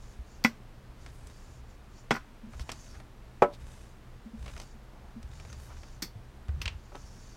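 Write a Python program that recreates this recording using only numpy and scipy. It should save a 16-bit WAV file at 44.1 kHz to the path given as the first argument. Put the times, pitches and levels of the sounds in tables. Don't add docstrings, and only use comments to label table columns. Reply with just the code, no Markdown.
import sys
import numpy as np
from scipy import signal
from scipy.fft import rfft, irfft
from scipy.io import wavfile

SR = 44100
rng = np.random.default_rng(int(sys.argv[2]) if len(sys.argv) > 2 else 0)


def store_wav(level_fs):
    pcm = np.round(np.clip(np.atleast_2d(level_fs), -1, 1) * 32767)
    wavfile.write(sys.argv[1], SR, pcm.T.astype(np.int16))


N = 324576
TIME = np.arange(N) / SR
RING_TIME = TIME[:SR // 2]
CUTOFF_HZ = 15900


# start in seconds, length in seconds, swish of the pins over the scalp
# at its fastest in relative dB, pull on the head as the pins bite in relative dB.
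BRUSH_STROKES = [(0, 0.25, -74, -55), (.99, 0.6, -71, -49.5), (2.51, 0.525, -69, -50),
                 (3.599, 0.3, -65, -48.5), (4.381, 0.29, -66, -41.5), (5.276, 0.71, -72.5, -43.5),
                 (6.492, 0.29, -91, -33), (6.933, 0.45, -72, -50.5)]


def brush_motion():
    bite_s, leave_s = 0.021, 0.05
    speed_up_s, slow_down_s = 0.07, 0.11
    fastest_point = 0.45
    swell_db, ease_db = 6, 10.5
    speed, pull = np.zeros(N), np.zeros(N)
    for start, length, swish_db, pull_db in BRUSH_STROKES:
        along = np.clip((TIME - start) / length, 0, 1)
        swish_gain = from_db(swish_db - swell_db * abs(along - fastest_point))
        pull_gain = from_db(pull_db - ease_db * along)
        speed += held(start, length, speed_up_s, slow_down_s) * swish_gain
        pull += held(start, length, bite_s, leave_s) * pull_gain
    return speed, pull


# start in seconds, length in seconds, hiss in dB.
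HAIR_SLIDES = [(0, .14, -65.5), (0.277, 0.12, -64), (0.98, 0.12, -67), (1.294, 0.3, -66.5),
               (1.69, 0.061, -68), (1.96, 0.055, -58.5), (2.53, 0.46, -64.5), (2.777, 0.074, -67),
               (3.655, 0.29, -74), (4.45, 0.29, -66.5), (5.316, 0.66, -64), (6.76, 0.2, -70),
               (6.964, 0.41, -63)]


def sliding_lengths():
    slides = [from_db(db) * held(start, length, rise=0.083, fall=0.058) for start, length, db in HAIR_SLIDES]
    return sum(slides)


# frequency in Hz, density in relative dB per Hz.
SWISH_COLOUR = [(400, 9), (1200, 3.5), (2500, 1.5), (4000, 0), (8400, 5), (11500, -2), (15500, -30)]
# centre in Hz, width in Hz, relative dB.
HAIR_RESONANCES = [(4600, 280, 2.5), (5500, 550, 3.5), (6300, 380, 4.5), (7030, 170, 4)]


def hair(speed, pull):
    swish_gain = speed * from_db(2 + drift(40))
    swish = swish_gain * coloured(slips(per_s=8000, size_db=4.5), SWISH_COLOUR)

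    lengths = 0
    for hz, width, db in HAIR_RESONANCES:
        b, a = signal.iirpeak(hz, hz / width, fs=SR)
        band = signal.lfilter(b, a, slips(per_s=6500, size_db=5.5))
        waver_db = 2.4 * drift(12) + 1.8 * drift(70)
        lengths = lengths + from_db(db + waver_db) * rms_one(band)
    hiss = sliding_lengths() * rms_one(lengths)

    snags = slips(per_s=130, size_db=2) * from_db(2.3 * drift(30))
    pin_noise = rng.standard_normal(len(RING_TIME)) * fade(0.02)
    pin_bed = coloured(pin_noise, [(600, 0), (2700, 0), (6000, -5), (9000, -16)])
    rattle = rms_one(signal.fftconvolve(snags, pin_bed)[:N])
    crackle = from_db(-4) * np.sqrt(speed * pull) * rattle
    return swish + hiss + crackle


# start in seconds, level in relative dB, favoured register in Hz.
PIN_SNAPS = [(1.0623, -35, 3440), (1.2706, -40.5, 9000), (2.534, -35, 1580), (2.5953, -32.5, 3170),
             (2.692, -24, 2600), (2.7001, -31, 3220), (2.7173, -26.5, 6200), (3.0005, -37, 2170),
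             (4.461, -33, 2670), (4.48, -33.5, 2400), (4.5647, -34, 2140), (4.5774, -37, 4230),
             (4.6, -32.5, 4530), (4.616, -37, 4600), (5.229, -44, 6000), (5.399, -37.5, 3340),
             (5.4502, -37.5, 1990), (5.4999, -40, 1990), (5.528, -35.5, 4500), (5.833, -38.5, 2330),
             (6.483, -43, 3500), (6.491, -35.5, 1510), (6.954, -36.5, 3130)]
# frequency in Hz, density in relative dB per Hz.
SNAP_SPECTRUM = [(200, 18.5), (700, 12), (1500, 4), (2700, -1.5), (4000, -5.5), (5200, -3.5), (8000, -8),
                 (11000, -12.5), (15500, -23.5)]


def pin_snaps():
    register_slope_db = 6.8
    out = np.zeros(N)
    for s, db, centre_hz in PIN_SNAPS:
        colour = [(hz, level - register_slope_db * abs(np.log2(hz / centre_hz)))
                  for hz, level in SNAP_SPECTRUM]
        snap = burst(colour, t60=0.024, tail_db=-10, tail_t60=0.12, tail_tilt_db=-4)
        add(out, s, from_db(db - 7) * snap)
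    return out


# middle in seconds, level in dB, centre in Hz,
# spread in time in seconds.
RUSTLE_SWELLS = [(1.155, -73, 9500, 0.026), (2.614, -52.5, 4640, .01), (2.954, -55.5, 1330, 0.015),
                 (3.543, -55.5, 3680, .012), (4.49, -53.5, 2400, 0.012), (4.625, -61, 5450, 0.016),
                 (5.016, -62, 714, 0.11), (5.36, -65, 4550, 0.011), (5.64, -65, 9500, 0.044),
                 (5.712, -53.5, 1070, .016)]


def rustles():
    out = np.zeros(N)
    for s, db, hz, spread in RUSTLE_SWELLS:
        colour = [(hz / 2, -9), (hz, 0), (hz * 2, -13)]
        noise = coloured(slips(per_s=6000, size_db=2.5), colour)
        swell = np.exp(-0.5 * ((TIME - s) / spread) ** 2)
        out += from_db(db) * noise * swell
    return out


# start in seconds, peak of the swell in dB, pitch in Hz.
HEAD_BUMPS = [(0.189, -33.5, 57.4), (2.432, -41, 218.5), (2.471, -43, 225), (2.551, -34.5, 60),
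              (2.605, -29.5, 62.6), (2.956, -36.5, 65), (4.256, -39, 222), (4.333, -37, 222.5),
              (4.739, -49, 221), (5.16, -38, 226.5), (5.24, -35, 62.6), (6.154, -36.5, 108),
              (6.487, -22.5, 75), (6.541, -28, 57), (6.66, -27.5, 59.7)]


def handling(pull):
    shake_colour = [(40, 1.5), (62, 16.5), (90, 10.5), (150, 2), (300, -35)]
    shake = coloured(rng.standard_normal(N), shake_colour)
    restless_pull = pull + from_db(-58.5)
    out = from_db(-2) * restless_pull * shake
    age = RING_TIME / 0.011
    swell = age * np.exp(1 - age)
    for s, db, hz in HEAD_BUMPS:
        add(out, s, from_db(db) * swell * np.sin(2 * np.pi * hz * RING_TIME))
    return out


# start in seconds, level in relative dB, how strongly the broad face
# answers in dB, how freely the plastic rings in dB.
PLASTIC_KNOCKS = [(0.4474, -15, -5.5, 0), (2.108, -12, -1.5, -6.5), (2.149, -30, 2, -6.5),
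                  (2.164, -31.5, 11.5, -6.5)]
# frequency in Hz, level in relative dB, decay time t60 in seconds.
PLASTIC_MODES = [(230, -5, .15), (328, -14, .1), (495, -17, .08), (790, -9, .07), (1020, -11, .08),
                 (1370, -6, .06), (1450, -3, .07), (1545, -11, .08), (1990, -3, .07), (2185, -8, .06),
                 (2390, -10, .05), (2570, -11, .05), (3350, -17, .07), (5580, -15, .05)]
# frequency in Hz, density in relative dB per Hz.
KNOCK_SPECTRUM = [(150, 3.5), (250, 4), (600, -1.5), (1300, 2.5), (2300, -3), (3800, -15), (5600, -15),
                  (8000, -23), (15000, -57)]


def knocks():
    out = np.zeros(N)
    for s, db, face_db, ring_db in PLASTIC_KNOCKS:
        modes = [(hz, level + face_db * face_share(hz), t60) for hz, level, t60 in PLASTIC_MODES]
        colour = [(hz, level + face_db * face_share(hz)) for hz, level in KNOCK_SPECTRUM]
        crack = burst(colour, t60=0.077, tail_db=-19.5, tail_t60=0.27, tail_tilt_db=0.5)
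        body = ring(modes, spread_db=2.5, low_hz=130, contact_hz=9000)
        add(out, s, from_db(db) * (from_db(ring_db) * body + from_db(-6) * crack))
    return out


def face_share(hz):
    return np.exp(-3 * np.log2(hz / 1100) ** 2)


# start in seconds, level in relative dB.
PIN_CLICKS = [(.440, -29), (0.447, -34), (2.107, -42), (2.14, -45), (2.158, -45), (6.022, -31),
              (6.0249, -31), (6.6171, -40)]
# frequency in Hz, density in relative dB per Hz.
CLICK_SPECTRUM = [(200, 7.5), (600, -14), (2200, -2), (3100, -16), (3450, 0), (3800, -10), (4400, 0.5),
                  (5750, 0.5), (6600, -7.5), (11000, -14.5), (12900, -10.5), (13450, -8.5), (14100, -15),
                  (15500, -17)]
# frequency in Hz, level in relative dB, decay time t60 in seconds.
SINGING_PINS = [(4480, -16, .17), (5670, -16, 0.15), (13450, -25, 0.13), (13700, -24, .17)]


def clicks():
    out = np.zeros(N)
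    for s, db in PIN_CLICKS:
        sing = ring(SINGING_PINS, spread_db=1.5, low_hz=1500, contact_hz=15500)
        tick = burst(CLICK_SPECTRUM, t60=0.047, tail_db=-7.5, tail_t60=0.15, tail_tilt_db=-1)
        add(out, s, from_db(db) * (tick + sing))
    return out


# start in seconds, level in relative dB.
BRUSH_CLACKS = [(6.6161, -30), (6.6565, -26), (6.6779, -26.5)]
# frequency in Hz, density in relative dB per Hz.
CLACK_SPECTRUM = [(400, -13), (900, -7.5), (1800, -3), (2750, 5), (3300, 1), (4000, -4), (5200, -7),
                  (8000, -17.5), (15000, -45)]


def clacks():
    out = np.zeros(N)
    for s, db in BRUSH_CLACKS:
        clack = burst(CLACK_SPECTRUM, t60=0.029, tail_db=-16.5, tail_t60=0.18, tail_tilt_db=-2.5)
        add(out, s, from_db(db) * clack)
    return out


# start in seconds, level in relative dB.
TABLE_THUDS = [(3.4208, -15.5), (6.92, -53), (6.949, -45)]
# frequency in Hz, level in relative dB, decay time t60 in seconds.
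TABLE_MODES = [(199, -10, 0.13), (280, -8, 0.14), (377, 0, 0.11), (468, -7, 0.098), (581, -9, 0.18),
               (716, -16, 0.18), (818, -2, 0.085), (991, -12, 0.12), (1104, -20, 0.17), (1303, -11, 0.12),
               (1480, -25, 0.15)]
# frequency in Hz, density in relative dB per Hz.
THUD_SPECTRUM = [(120, -9.5), (300, -2.5), (700, 3), (1300, -5), (1800, -12.5), (2500, -15.5),
                 (4000, -34.5), (7000, -37.5), (13000, -50)]


def thuds():
    out = np.zeros(N)
    age = (RING_TIME - 0.0011) / 0.00025
    push = age * np.exp(-age ** 2 / 2)
    for s, db in TABLE_THUDS:
        crack = burst(THUD_SPECTRUM, t60=0.085, tail_db=-21, tail_t60=0.29, tail_tilt_db=-3)
        body = ring(TABLE_MODES, spread_db=4.5, low_hz=231, contact_hz=3500)
        add(out, s, from_db(db) * (from_db(2) * push + from_db(1.5) * body + from_db(2.5) * crack))
    return out


# frequency in Hz, density in relative dB per Hz.
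AIR_SPECTRUM = [(12, -36.5), (20, -1), (67, -1), (88, -22), (123, -3.5), (146, -17), (210, -11.5),
                (277, -18), (328, -17.5), (367, -19), (513, -21), (1190, -25), (3250, -34.5), (3530, -35),
                (16000, -50.5)]
# frequency in Hz, rms level in dB.
ROOM_HUMS = [(27, -54.5), (120, -61.5)]


def room_tone():
    air = from_db(-51) * coloured(rng.standard_normal(N), AIR_SPECTRUM)
    hums = sum(from_db(db) * np.sqrt(2) * np.sin(2 * np.pi * hz * TIME) for hz, db in ROOM_HUMS)
    return air + hums


def slips(per_s, size_db):
    hardness = np.minimum(rng.exponential(1, N), 3)
    sizes = from_db(size_db * hardness) * rng.choice([-1, 1], N)
    return rms_one(sizes * (rng.random(N) < per_s / SR))


def burst(spectrum, t60, tail_db, tail_t60, tail_tilt_db):
    direct, scattered = rng.standard_normal((2, len(RING_TIME)))
    in_room = [(hz, db + tail_tilt_db * np.log2(hz)) for hz, db in spectrum]
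    contact = coloured(direct * fade(t60), spectrum)
    tail = coloured(scattered * fade(tail_t60), in_room)
    return contact + from_db(tail_db) * tail


def ring(modes, spread_db, low_hz, contact_hz):
    signs = (-1) ** np.arange(len(modes))
    strengths = signs * from_db(spread_db * rng.standard_normal(len(modes)))
    rings = sum(strength * from_db(db) * fade(t60) * np.sin(2 * np.pi * hz * RING_TIME)
                for strength, (hz, db, t60) in zip(strengths, modes))
    band = [low_hz, min(contact_hz, CUTOFF_HZ)]
    return signal.sosfilt(signal.butter(2, band, "band", fs=SR, output="sos"), rings)


def coloured(x, spectrum):
    hz, db = np.transpose(spectrum)
    bins = np.maximum(np.fft.rfftfreq(len(x), 1 / SR), 1)
    skirts = np.minimum(np.minimum(bins / hz[0], hz[-1] / bins), 1) ** 2
    gain = rms_one(skirts * from_db(np.interp(np.log(bins), np.log(hz), db)))
    cepstrum = irfft(np.log(gain), len(x))
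    cepstrum[1:len(x) // 2] *= 2
    cepstrum[len(x) // 2 + 1:] = 0
    return irfft(rfft(x) * np.exp(rfft(cepstrum)), len(x))


def held(start, length, rise, fall):
    attack = 1 + np.tanh(2 * (TIME - start) / rise)
    release = 1 - np.tanh(2 * (TIME - start - length) / fall)
    return attack * release / 4


def drift(rate):
    knots = rng.standard_normal(int(TIME[-1] * rate) + 2)
    return rms_one(np.interp(TIME * rate, np.arange(len(knots)), knots))


def fade(t60):
    return np.exp(-np.log(1000) * RING_TIME / max(t60, 1e-3))


def add(out, s, sound):
    start = max(round(s * SR), 0)
    out[start:start + len(sound)] += sound[:N - start]


def from_db(db):
    return 10 ** (np.asarray(db) / 20)


def rms_one(x):
    return x / np.sqrt(np.mean(x ** 2) + 1e-20)


def scene():
    speed, pull = brush_motion()
    brushing = hair(speed, pull) + pin_snaps() + rustles() + handling(pull)
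    blows = knocks() + clicks() + clacks() + thuds()
    return (brushing + blows + room_tone())[None]


def record(dry):
    return signal.sosfilt(signal.ellip(10, 0.2, 70, CUTOFF_HZ, fs=SR, output="sos"), dry)


dry = scene()
out = record(dry)
store_wav(out)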